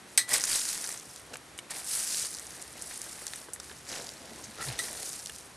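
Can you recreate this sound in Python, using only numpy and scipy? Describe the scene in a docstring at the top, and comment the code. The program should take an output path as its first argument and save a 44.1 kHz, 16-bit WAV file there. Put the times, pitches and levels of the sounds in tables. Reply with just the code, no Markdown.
"""Dry leaf litter on a forest floor, worked close to the microphone under a steady soft rush and a low far drone.
Noise bursts and ringing modes knock a metal sieve early on; dense random grains hiss as gritty soil on its mesh.
Filtered bursts snap twigs and leaves and grains rustle as sleeves throughout; dry sticks tock and clods pat down.
Late on, narrow noise rasps as rubs, a damped blade taps, a sinking sine thuds and the sieve clinks again.
"""
import sys
import numpy as np
from scipy import signal
from scipy.fft import rfft, irfft, next_fast_len
from scipy.io import wavfile
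from scipy.ndimage import map_coordinates

SR = 44100
rng = np.random.default_rng(int(sys.argv[2]) if len(sys.argv) > 2 else 0)


def put_to_file(sound):
    """Save the sound as 16-bit audio at rate SR, in the file named by the first command-line argument."""
    columns = np.atleast_2d(sound).T  # one column per channel
    safe = np.clip(columns, -1, 1)
    whole_steps = np.round(safe * 32767)
    wavfile.write(sys.argv[1], SR, whole_steps.astype(np.int16))


N = 245328


def amp(db):
    """Decibels to gain."""
    return 10 ** (np.asarray(db) / 20)


def unit(x):
    """Scale to rms 1."""
    return x / np.sqrt(np.mean(x ** 2) + 1e-20)


def curves(rows):
    """One value per sample for each column after the time."""
    s, *cols = np.transpose(rows)
    return [np.interp(np.arange(N) / SR, s, c) for c in cols]


def wobble(rate):
    """A smooth random curve, rate knots a second."""
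    knots = rng.standard_normal(int(N * rate / SR) + 4)
    return map_coordinates(knots, [np.arange(N) * rate / SR])


def coloured(x, points):
    """x through a causal minimum-phase filter whose gain follows the (frequency [Hz], gain [dB]) points."""
    size = 2 * next_fast_len(x.shape[-1] // 2 + 2048)
    hz, db = np.transpose(points)
    bins_hz = np.fft.rfftfreq(size, 1 / SR) + 1
    gain_db = np.interp(np.log(bins_hz), np.log(hz), db)
    cepstrum = irfft(np.log(amp(gain_db)))
    # folding the cepstrum forward makes the filter causal
    cepstrum[1:size // 2] *= 2
    cepstrum[size // 2 + 1:] = 0
    return irfft(rfft(x, size) * np.exp(rfft(cepstrum)), size)[..., :x.shape[-1]]


def resonant(x, hz, q):
    """x through one resonance."""
    hz = min(hz, SR / 3)
    return signal.lfilter(*signal.iirpeak(hz, max(q, 3 * hz / SR), SR), x)


def add(track, s, x):
    """Mix x into the track from time s."""
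    part = track[max(round(s * SR), 0):][:len(x)]
    part += x[:len(part)]


def swell(s, width):
    """A smooth bell-shaped rise and fall around time s."""
    return np.exp(-((np.arange(N) / SR - s) / width) ** 2 / 2)


def movement(start, rise, hold, release):
    """Gain of one hand movement: it gathers force, sags slowly while it lasts, then dies away."""
    sag_db_per_s = 6.5
    t = np.arange(N) / SR - start
    sag_db = sag_db_per_s * np.clip(t - rise, 0, hold)
    release_db = 60 * np.maximum(t - rise - hold, 0) / release
    return np.clip(t / rise, 0, 1) * amp(-sag_db - release_db)


def grains(rate, spread_db, life):
    """Tiny random impacts, rate a second, of uneven strength: each is a noise burst that falls 60 dB in its life."""
    sizes = amp(spread_db * np.minimum(rng.exponential(size=N), 4))
    impacts = (rng.random(N) < rate / SR) * sizes ** 2
    energy = signal.lfilter([1], [1, -amp(-120 / (life * SR))], impacts / rate)
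    return unit(np.sqrt(energy) * rng.standard_normal(N))


def ticks(rate, centre_hz, cycles, spread_db):
    """Crumbs or leaf flakes, rate a second: each rings for a few cycles at a pitch of its own."""
    chance = rng.random((int(rate * N / SR), 4))
    t = np.arange(SR // 100) / SR
    hz = centre_hz * 2 ** (chance[:, :1] - chance[:, 3:])  # within an octave either way
    size = amp(spread_db * np.minimum(-np.log(1 - chance[:, 1:2]), 3.5))
    rings = size * np.sin(2 * np.pi * hz * t) * amp(-60 * hz * t / cycles)
    places = (chance[:, 2:3] * N).astype(int) + np.arange(len(t))
    return unit(np.bincount(places.ravel(), rings.ravel(), N)[:N])


def forest():
    """A soft steady rush with a low, uneven drone far off; its middle range is slightly wide."""
    # tone of the forest air: (frequency [Hz], relative gain [dB])
    air_tone = [(20, -29), (45, -22), (80, -14), (120, -5.5), (180, -4), (340, -3.5), (530, -6.5),
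                (1100, -7.5), (1900, -9), (3000, -13.5), (6900, -15.5), (9000, -15), (11800, -18.5),
                (13000, -61)]
    side_tone = [(60, -30), (300, 1.0), (700, 1.0), (1200, 0.0), (2000, -5.5), (4000, -7.0), (10000, -56.0)]
    air = unit(coloured(rng.standard_normal(N), air_tone))
    drone = unit(resonant(resonant(rng.standard_normal(N), 123.0, q=7.4), 123.0, q=7.4))
    side = unit(coloured(rng.standard_normal(N), side_tone))
    left_right = np.array([[1], [-1]])
    return amp(-52.5) * air + amp(-69.0) * drone + amp(-63.5) * side * left_right


def rumble():
    """A faint low rumble, noise through a broad resonance, comes and goes."""
    # mean level of the rumble, ahead of its wobble: (time [s], level [dB])
    rumble_levels = [(0, -70), (.9, -75), (1.3, -66), (2.1, -70), (3.1, -64.5), (3.6, -69), (4.0, -62.5),
                     (4.7, -59), (5.5, -68)]
    level_db, = curves(rumble_levels)
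    low_noise = unit(resonant(resonant(rng.standard_normal(N), 70, q=1.9), 70, q=1.9))
    return amp(level_db + 2 * wobble(11)) * low_noise


def ground_echo(x, t60):
    """Trunks and ground scatter a short answer from the sides, opposite in the two channels."""
    tone = [(100, -11.0), (500, -12.0), (2200, 25.5), (4500, 16), (8500, 5), (12000, -18)]
    t = np.arange(SR // 4) / SR
    tail = coloured(rng.standard_normal(len(t)) * amp(-60 * t / t60), tone)
    left_right = np.array([[1], [-1]])
    return signal.fftconvolve(x, tail / np.linalg.norm(tail))[:N] * left_right


def clods():
    """A lump of earth lands on soft ground with a dull, toneless pat of noise."""
    # clods dropping: (time [s], starting level [dB], t60 [s])
    drops = [(0.553, -43, .06), (2.24, -48.5, 0.11), (2.905, -49, 0.046), (3.062, -45, .05),
             (3.22, -46, 0.052), (3.41, -47, 0.055), (3.4856, -43, 0.039), (3.712, -46, .05),
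             (3.992, -42, .06)]
    tone = [(100, -21), (330, 3), (800, -4), (1600, -7), (4000, -40)]
    out, t = np.zeros(N), np.arange(SR // 10) / SR
    for s, db, t60 in drops:
        pat = unit(coloured(rng.standard_normal(len(t)), tone))
        add(out, s, amp(db - 60 * t / t60) * pat)
    return out


def bump():
    """A weight settles on the soft ground: a thud whose pitch sinks."""
    pitch_hz = np.interp(np.arange(N) / SR, [4.675, 4.72], [148, 108])
    thud = np.sin(2 * np.pi * np.cumsum(pitch_hz) / SR)
    return amp(-34.0) * swell(4.695, 0.016) * thud


def rubs():
    """Sliding contacts of blade, gloves and sleeves give short, narrow rasps of noise."""
    # brief rubs: (time of the peak [s], level [dB], centre [Hz], width of the bell [s])
    contacts = [(4, -57, 980, 0.012), (4.27, -58, 230, 0.054), (4.38, -56, 314, 0.052),
                (4.4, -55, 1000, 0.012), (4.495, -53, 213, 0.01)]
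    out = np.zeros(N)
    for s, db, hz, width in contacts:
        rasp = unit(resonant(resonant(rng.standard_normal(N), hz, q=8.9), hz, q=8.7))
        out += amp(db) * swell(s, width) * rasp
    return out


def sticks():
    """A dry stick gives a hollow tock: a sharp crack with two quickly damped bending modes."""
    # knocks of dry sticks:
    # (time [s], level [dB], lower mode [Hz], upper mode [Hz], upper over lower mode [dB], t60 of the modes [s])
    tocks = [(1.3385, -38.5, 1540, 2720, 1, .022), (1.5891, -36, 2250, 2960, 2, 0.028),
             (5.2957, -36.5, 1730, 2850, 0.5, 0.032)]
    crack_tone = [(200, -10), (750, -3), (1400, -8), (3500, 0), (6000, -8), (12000, -20)]
    out, t = np.zeros(N), np.arange(SR // 12) / SR
    for s, db, low_hz, high_hz, high_db, t60 in tocks:
        modes = np.sin(2 * np.pi * low_hz * t) + amp(high_db) * np.sin(2 * np.pi * high_hz * t)
        crack = unit(coloured(rng.standard_normal(len(t)), crack_tone))
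        tock = modes * amp(-60 * t / t60) + amp(1 - 60 * t / 0.021) * crack
        add(out, s, amp(db) * tock)
    return out


def snaps():
    """A brittle break: a thin click, a short splintering with a damped ping, and the knock of the twig's body."""
    # snapping twigs, leaves and pebbles:
    # (time [s], level [dB], centre [Hz], woody body ahead of a 2 dB cut [dB], t60 [s])
    breaks = [(0.292, -31.5, 8900, -6, 0.024), (0.3502, -33, 6450, 1, 0.034),
              (0.3567, -30, 6100, -5, 0.015), (0.3817, -29, 8200, -16, .01),
              (0.4083, -29.5, 5600, -10, 0.014), (0.4168, -32, 6000, -12, .015),
              (0.4385, -21.5, 7140, -10, 0.02), (0.4533, -29, 8500, -17, 0.023),
              (0.5972, -34, 7500, -20, .006), (0.6172, -31, 7000, -20, .008), (0.6537, -33, 5870, -6, .02),
              (0.6828, -39, 7300, -14, .015), (0.6895, -29, 6700, -18, 0.0068),
              (0.7309, -34, 8600, -24, .008), (0.7472, -39, 7700, -20, .008),
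              (0.7766, -37, 6700, -5, 0.015), (0.8416, -32, 6060, -8.5, 0.044),
              (0.8641, -38, 5900, -22, .01), (0.8742, -33.5, 7260, -21, .012), (0.891, -32, 8800, -7, .014),
              (0.9252, -35, 7700, -24, 0.019), (0.9752, -37, 6300, -19, .015),
              (0.9176, -38.5, 7500, -20, .008), (0.9415, -38, 8400, -6, .015),
              (0.9979, -40, 6600, -22, 0.0073), (1.161, -40, 7250, -9, 0.0088),
              (1.335, -44, 7040, -9, 0.046), (1.3427, -41.5, 7600, -12, 0.028),
              (1.3565, -38.5, 1730, -10, 0.012), (1.370, -42, 8800, -26, .018),
              (1.578, -44, 8550, -10, 0.074), (1.5892, -40, 8300, -13, 0.03),
              (1.707, -36, 8100, -18, 0.033), (1.7844, -43, 9000, -20, .015),
              (1.8447, -38, 8750, -22, .036), (1.9522, -29.5, 8900, -24, .008),
              (2.126, -30.5, 6820, -29, 0.008), (2.1712, -32, 7000, -18, .01),
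              (2.197, -30, 7300, -20, .008), (2.2284, -33, 7660, -19, .008),
              (2.249, -38.5, 4500, -1.5, .01), (2.2572, -34, 6630, -18, 0.014),
              (2.369, -41, 5500, -15.5, .01), (2.386, -39, 5830, -21, 0.0091),
              (2.341, -37, 6400, -20, .008), (2.4685, -43, 6800, -19, .01), (2.5073, -44, 6600, -20, .008),
              (2.6245, -37, 7700, -20, .01), (2.7287, -45, 7840, -18, .008),
              (2.8736, -41, 9600, -22, 0.0069), (2.9753, -36.5, 9300, -18, 0.017),
              (2.3485, -36, 5840, -14, 0.016), (2.3964, -35.5, 7900, -13, 0.0065),
              (2.6168, -41, 7900, -21, 0.03), (2.8155, -42, 7000, -20, .01),
              (2.822, -32.5, 8700, -20, 0.044), (2.9585, -39, 6940, -24, 0.023),
              (3.0168, -33.5, 7300, -27, 0.011), (3.1283, -40, 7540, -10, .04),
              (3.2673, -31, 6650, -14.5, .012), (3.279, -35, 6060, -28, 0.022), (3.3353, -37, 4500, 1, .01),
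              (3.3592, -37.5, 8700, -27, 0.037), (3.5344, -33.5, 9740, -28, 0.072),
              (3.5612, -45.5, 1800, -3, 0.015), (3.5998, -37.5, 5500, -8, 0.025),
              (3.697, -47, 1700, -1, 0.022), (3.714, -45.5, 3070, 2, 0.019), (3.8977, -40, 6000, -12, .015),
              (3.917, -40, 6500, -18, .006), (3.9985, -49, 6000, -10, .006),
              (4.0685, -40, 5000, -14, 0.016), (4.091, -36, 4600, -20, 0.012),
              (4.4395, -41, 6200, -13, 0.1), (4.641, -39, 6300, -4, .03), (4.686, -34.5, 4200, -13, 0.033),
              (4.7583, -45, 5300, -12, .008), (4.8835, -41, 6500, 0, .008),
              (4.9303, -36.5, 8800, -22, .008), (4.953, -46, 6600, -20, .008),
              (5.0921, -34, 8400, -22, .008), (5.1312, -36, 7400, -22, .008),
              (5.2598, -32.5, 5370, -32, 0.012), (5.2712, -38, 5000, -25, .01),
              (5.2965, -41.5, 8800, -13, .03), (5.3614, -43, 5300, -21, .012)]
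    click_tone = [(1500, -18.5), (4500, -4.5), (9500, 1), (14000, -15)]
    body_tone = [(200, -18), (800, 4), (1800, 15.5), (3000, -2), (6000, -21.0)]
    out, t = np.zeros(N), np.arange(SR // 12) / SR
    attack = t < .003  # each noise part is levelled by its first 3 ms
    for s, db, hz, body_db, t60 in breaks:
        burst = rng.standard_normal(len(t)) * (amp(-60 * t / 0.0015) + amp(-2.0 - 60 * t / t60))
        crack = coloured(resonant(burst, hz, q=2.54), [(hz / 4, -18), (hz / 1.4, 0)])
        crack = coloured(crack, [(10000, 0), (13000, -11.0)])  # damp wood dulls the very top
        click = coloured(rng.standard_normal(len(t)) * amp(-60 * t / .0015), click_tone)
        ping = np.sin(2 * np.pi * hz * t) * amp(-6.5 - 60 * t / t60)
        body = coloured(burst, body_tone)
        snap = crack / crack[attack].std() + ping
        snap += amp(-11.0) * click / click[attack].std()
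        snap += amp(body_db - 2.0) * body / body[attack].std()
        add(out, s, amp(db) * snap)
    return out


def brushing():
    """Sleeves and gloves crush the dry litter into grains and ticks and shift the soft earth."""
    # strokes of arms and sleeves through the litter:
    # (start [s], rise [s], hold [s], release t60 [s], rustle level [dB], soft earth level [dB])
    strokes = [(0.266, 0.06, 0.016, 0.38, -35.5, -45.5), (0.416, 0.12, .01, 0.34, -40.5, -61),
               (0.604, 0.14, 0.21, 0.22, -48.5, -57), (1.288, 0.056, .01, 0.12, -55, -51),
               (1.691, 0.018, .005, 0.22, -43, -68), (1.725, 0.028, .005, 0.48, -45.5, -52),
               (1.9, 0.077, .01, 0.87, -46.5, -60), (2.2, 0.34, 0.1, .5, -55.5, -61),
               (2.718, 0.03, 0.064, 0.25, -52.5, -58), (2.885, 0.02, 0.01, 0.32, -48.5, -61),
               (2.968, 0.052, 0.37, 0.52, -53.5, -64), (3.836, 0.088, .02, 0.78, -44.5, -50.5),
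               (3.952, 0.038, .01, 0.66, -64, -49.5), (4.047, 0.17, 0.6, 0.45, -55, -56.5),
               (4.56, 0.057, .005, 0.22, -42.5, -50), (4.653, 0.024, 0.0089, 0.99, -43, -47.5),
               (4.74, 0.13, 0.15, 0.67, -51, -53)]
    # tone of the dry litter: (frequency [Hz], relative gain [dB])
    litter_tone = [(300, -21.5), (800, 1), (1200, -4.5), (1900, 3.5), (2700, -6.5), (4000, -1), (7000, -10),
                   (12000, -29)]
    # tone of the soft earth: (frequency [Hz], relative gain [dB])
    earth_tone = [(60, -26), (130, -2.5), (200, -3), (330, -2.5), (480, 1.5), (700, -1), (1100, -12),
                  (2500, -39)]
    powers = np.zeros((2, N))
    for *timing, rustle_db, earth_db in strokes:
        powers += np.outer(amp([rustle_db, earth_db]), movement(*timing)) ** 2
    rustle_gain, earth_gain = np.sqrt(powers + amp(-65) ** 2)  # the hands are never quite still
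    crackle = ticks(rate=150, centre_hz=2760, cycles=11, spread_db=3.0)
    leaves = unit(coloured(grains(800, spread_db=1.5, life=0.0029), litter_tone))
    rustle = unit(leaves + amp(-4.0) * crackle)
    earth = unit(coloured(grains(500, spread_db=2.5, life=0.023), earth_tone))
    return rustle_gain * rustle + earth_gain * earth * amp(1.5 * wobble(25.01))


def blade():
    """Each tap rings the blade briefly; the point of contact decides which modes answer most."""
    # taps as the blade is dragged and lifted:
    # (time [s], level [dB], most excited frequency [Hz], fall away from it [dB per octave])
    taps = [(4.5823, -38, 1400, 16), (4.592, -38, 1330, 30), (4.6087, -35, 1330, 40),
            (4.6215, -33.5, 1650, 16), (4.789, -27, 4200, 6), (4.795, -27.5, 1960, 45)]
    # modes of the blade, damped by the hand: (frequency [Hz], relative level [dB], t60 [s])
    blade_modes = [(1283, -1, 0.062), (1360, -3, 0.08), (1790, 1, 0.037), (1958, -3.5, 0.11),
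                   (3600, -1, 0.037), (3900, -11, 0.18), (6050, -6, .12), (8350, 0, .09)]
    out, t = np.zeros(N), np.arange(SR // 6) / SR
    for s, tap_db, centre_hz, fall_db in taps:
        ring = np.zeros(len(t))
        for hz, db, t60 in blade_modes:
            mode_db = db - fall_db * abs(np.log2(hz / centre_hz))
            ring += amp(mode_db - 60 * t / t60) * np.sin(2 * np.pi * (hz * t + rng.random()))
        add(out, s, amp(tap_db) * ring * (1 - np.exp(-t / 0.00072)))
    return out


def sieve():
    """Each knock is a short crash of the mesh, then the rim rings on in close, beating modes."""
    # knocks on metal: (time [s], crash level [dB], ring level [dB], ring brightness [dB per octave],
    # crash t60 [s], ring length as a share of the free ring [0-1])
    knocks = [(0.1758, -12.5, -29.5, 4, 0.017, 0.88), (0.3125, -46, -28, -15, 0.037, 0.4),
              (0.333, -25, -42, -12, 0.049, .3), (0.3387, -17.5, -46, -9, 0.014, .3),
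              (0.3977, -31.5, -42, -12, 0.02, .3), (4.7897, -29.5, -37.5, -7, 0.037, 0.9),
              (4.8355, -38, -42, -2, 0.015, 0.8)]
    # modes of the sieve's rim and pan: (frequency [Hz], relative level [dB], free t60 [s])
    metal_modes = [(1820, -9, .08), (1897, -7.5, .14), (1935, -13, .26), (1974, -3.5, .44),
                   (2061, -11, .16), (3465, -7, .13), (3700, -6, .06), (3850, -4.5, .18), (4151, -3, .18),
                   (4190, -10, .14), (4299, -10, .13), (4416, -10, .13), (4495, -8, .13), (4748, -3, .1),
                   (5464, -10, .11), (5994, -8, .1), (6051, -7, .06), (6233, -8, .13), (6424, -8, .14),
                   (7955, -3, .09), (8240, -3, .09), (8350, -2, .06), (8436, -6, .09), (8540, -4, .07),
                   (8818, -7, .1), (9135, -6, .08), (9485, -9, .11), (10430, -11, .1)]
    # tone of the mesh's crowded high modes: (frequency [Hz], relative gain [dB])
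    crash_tone = [(200, -28), (900, -18), (1400, -13.5), (1900, -1), (2700, -11.5), (4200, -4.5),
                  (6200, -6.5), (7200, -8), (8500, 3), (10000, -8), (12000, -13), (15000, -19)]
    ring_build_s = 0.0013  # the crash passes its energy on to the rim
    out, t = np.zeros(N), np.arange(SR // 3) / SR
    lowest_hz = metal_modes[0][0]
    for s, crash_db, ring_db, tilt_db, crash_t60, freedom in knocks:
        ring = np.zeros(len(t))
        for hz, db, t60 in metal_modes:
            # each knock excites every mode a little differently
            mode_db = db + tilt_db * np.log2(hz / lowest_hz) + rng.normal(0, 1)
            decay_db = 60 * t / (t60 * freedom)
            ring += amp(mode_db - decay_db) * np.sin(2 * np.pi * (hz * t + rng.random()))
        ring *= 1 - np.exp(-t / ring_build_s)
        fading = amp(-60 * t / crash_t60) + amp(-7.0 - 60 * t / 0.15)  # plus a weaker, longer tail
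        crash = unit(coloured(rng.standard_normal(len(t)), crash_tone)) * fading
        add(out, s, amp(crash_db) * crash + amp(ring_db) * ring)
    return out


def soil():
    """Grit patters on the mesh: stronger flow is denser, fine grit brighter than coarse, and stray pebbles tick."""
    # spills of soil over the mesh: (start [s], rise [s], hold [s], release t60 [s],
    # flow strength, ahead of a 1.9 dB cut in the grit [dB], share of fine grit [dB])
    spills = [(0.065, 0.029, 0.057, .3, -53, -2.5), (0.27, 0.063, 0.037, 0.095, -28, -2.5),
              (0.393, 0.028, 0.065, .3, -35, -5), (0.453, 0.041, 0.061, 0.65, -26.5, -3.5),
              (0.565, 0.12, 0.027, 1.1, -33, -3.5), (0.79, 0.033, 0.12, 0.18, -41, -1),
              (1.047, 0.041, 0.094, 0.45, -51, -2.5), (1.698, 0.015, 0.0055, 0.15, -38.5, -2),
              (1.736, 0.037, .01, 0.34, -36.5, -2), (1.827, 0.11, 0.036, 1.48, -30, -1.5),
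              (1.952, 0.17, 0.12, 0.37, -32.5, -5.5), (2.257, 0.057, 0.4, 2.1, -47.5, -2.5),
              (2.737, 0.14, 0.55, 0.32, -42.5, -2), (3.595, 0.044, .03, 1.4, -47.5, -4),
              (3.846, 0.065, 0.042, 1.17, -40, -11), (4.147, 0.22, 0.51, .4, -49.5, -5.5),
              (4.599, 0.02, 0.061, 0.31, -38, -2), (4.761, 0.058, .02, 0.95, -37, -2.5),
              (4.88, 0.14, 0.11, 1.07, -38, -3), (5.28, .06, 0.052, .6, -50, -2.5)]
    # tone of all grit, ahead of the coarse and fine shaping: (frequency [Hz], relative gain [dB])
    grit_tone = [(500, -35), (900, -25), (1400, -12), (1900, -12), (2700, -10), (3400, -10.5), (4700, -1),
                 (6700, -0.5), (9500, 0.5), (10800, -3.5), (12300, -11.5), (14200, -18), (15000, -80)]
    coarse_tone = [(1500, 4.0), (4000, -1.5), (7300, 1.0), (9000, -5.0), (13000, -2.0)]
    fine_tone = [(3000, -7.0), (6800, -11), (8400, 0.0), (14000, -1.5)]
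    moderate_flow_db = -42
    pebble_db, pebble_growth = -57, 0.73  # level in a moderate flow; dB gained per dB of flow

    powers = np.array([(amp(db) * movement(*timing)) ** 2 for *timing, db, _ in spills])
    flow = powers.sum(axis=0) + amp(-79) ** 2  # a trickle never stops
    flow_db = 10 * np.log10(flow)
    extra_db = flow_db - moderate_flow_db
    rate = 1800 * amp(.8 * extra_db)  # grains a second
    spill_fine_share = amp([row[-1] for row in spills]) ** 2
    fine_share = np.clip(spill_fine_share @ powers / flow, .05, .9)

    coarse = coloured(coloured(grains(rate, spread_db=2.5, life=0.0028), grit_tone), coarse_tone)
    crumbs = ticks(rate=480, centre_hz=6400, cycles=25, spread_db=3.5)
    fine = coloured(coloured(grains(rate, spread_db=2.0, life=0.0035), grit_tone), fine_tone)
    coarse_and_crumbs = unit(unit(coarse) + amp(-5.0) * crumbs)
    grit = np.sqrt(1 - fine_share) * coarse_and_crumbs + np.sqrt(fine_share) * unit(fine)
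    pebbles = unit(resonant(grains(30, spread_db=-0.5, life=0.022), 5700, q=5.7))
    grit_gain = amp(flow_db - 1.9 + 1.4 * wobble(140))
    return grit_gain * grit + amp(pebble_db + pebble_growth * extra_db) * pebbles


def scene():
    """All the work happens straight ahead; knocks and rustles carry to the surroundings, the soil's hiss stays close."""
    handling = brushing() + sieve() + blade() + snaps() + sticks() + clods() + rubs() + bump()
    echo = amp(-28.0) * ground_echo(handling, t60=0.035)
    return soil() + handling + echo + forest() + rumble()


def record(dry):
    """The microphone's channel falls away very steeply above its band limit."""
    top_hz = 14800
    size = next_fast_len(N + SR // 4)
    hz = np.fft.rfftfreq(size, 1 / SR)
    return irfft(rfft(dry, size) / (1 + (hz / top_hz) ** 80), size)[:, :N]


dry = scene()
out = record(dry)
put_to_file(out)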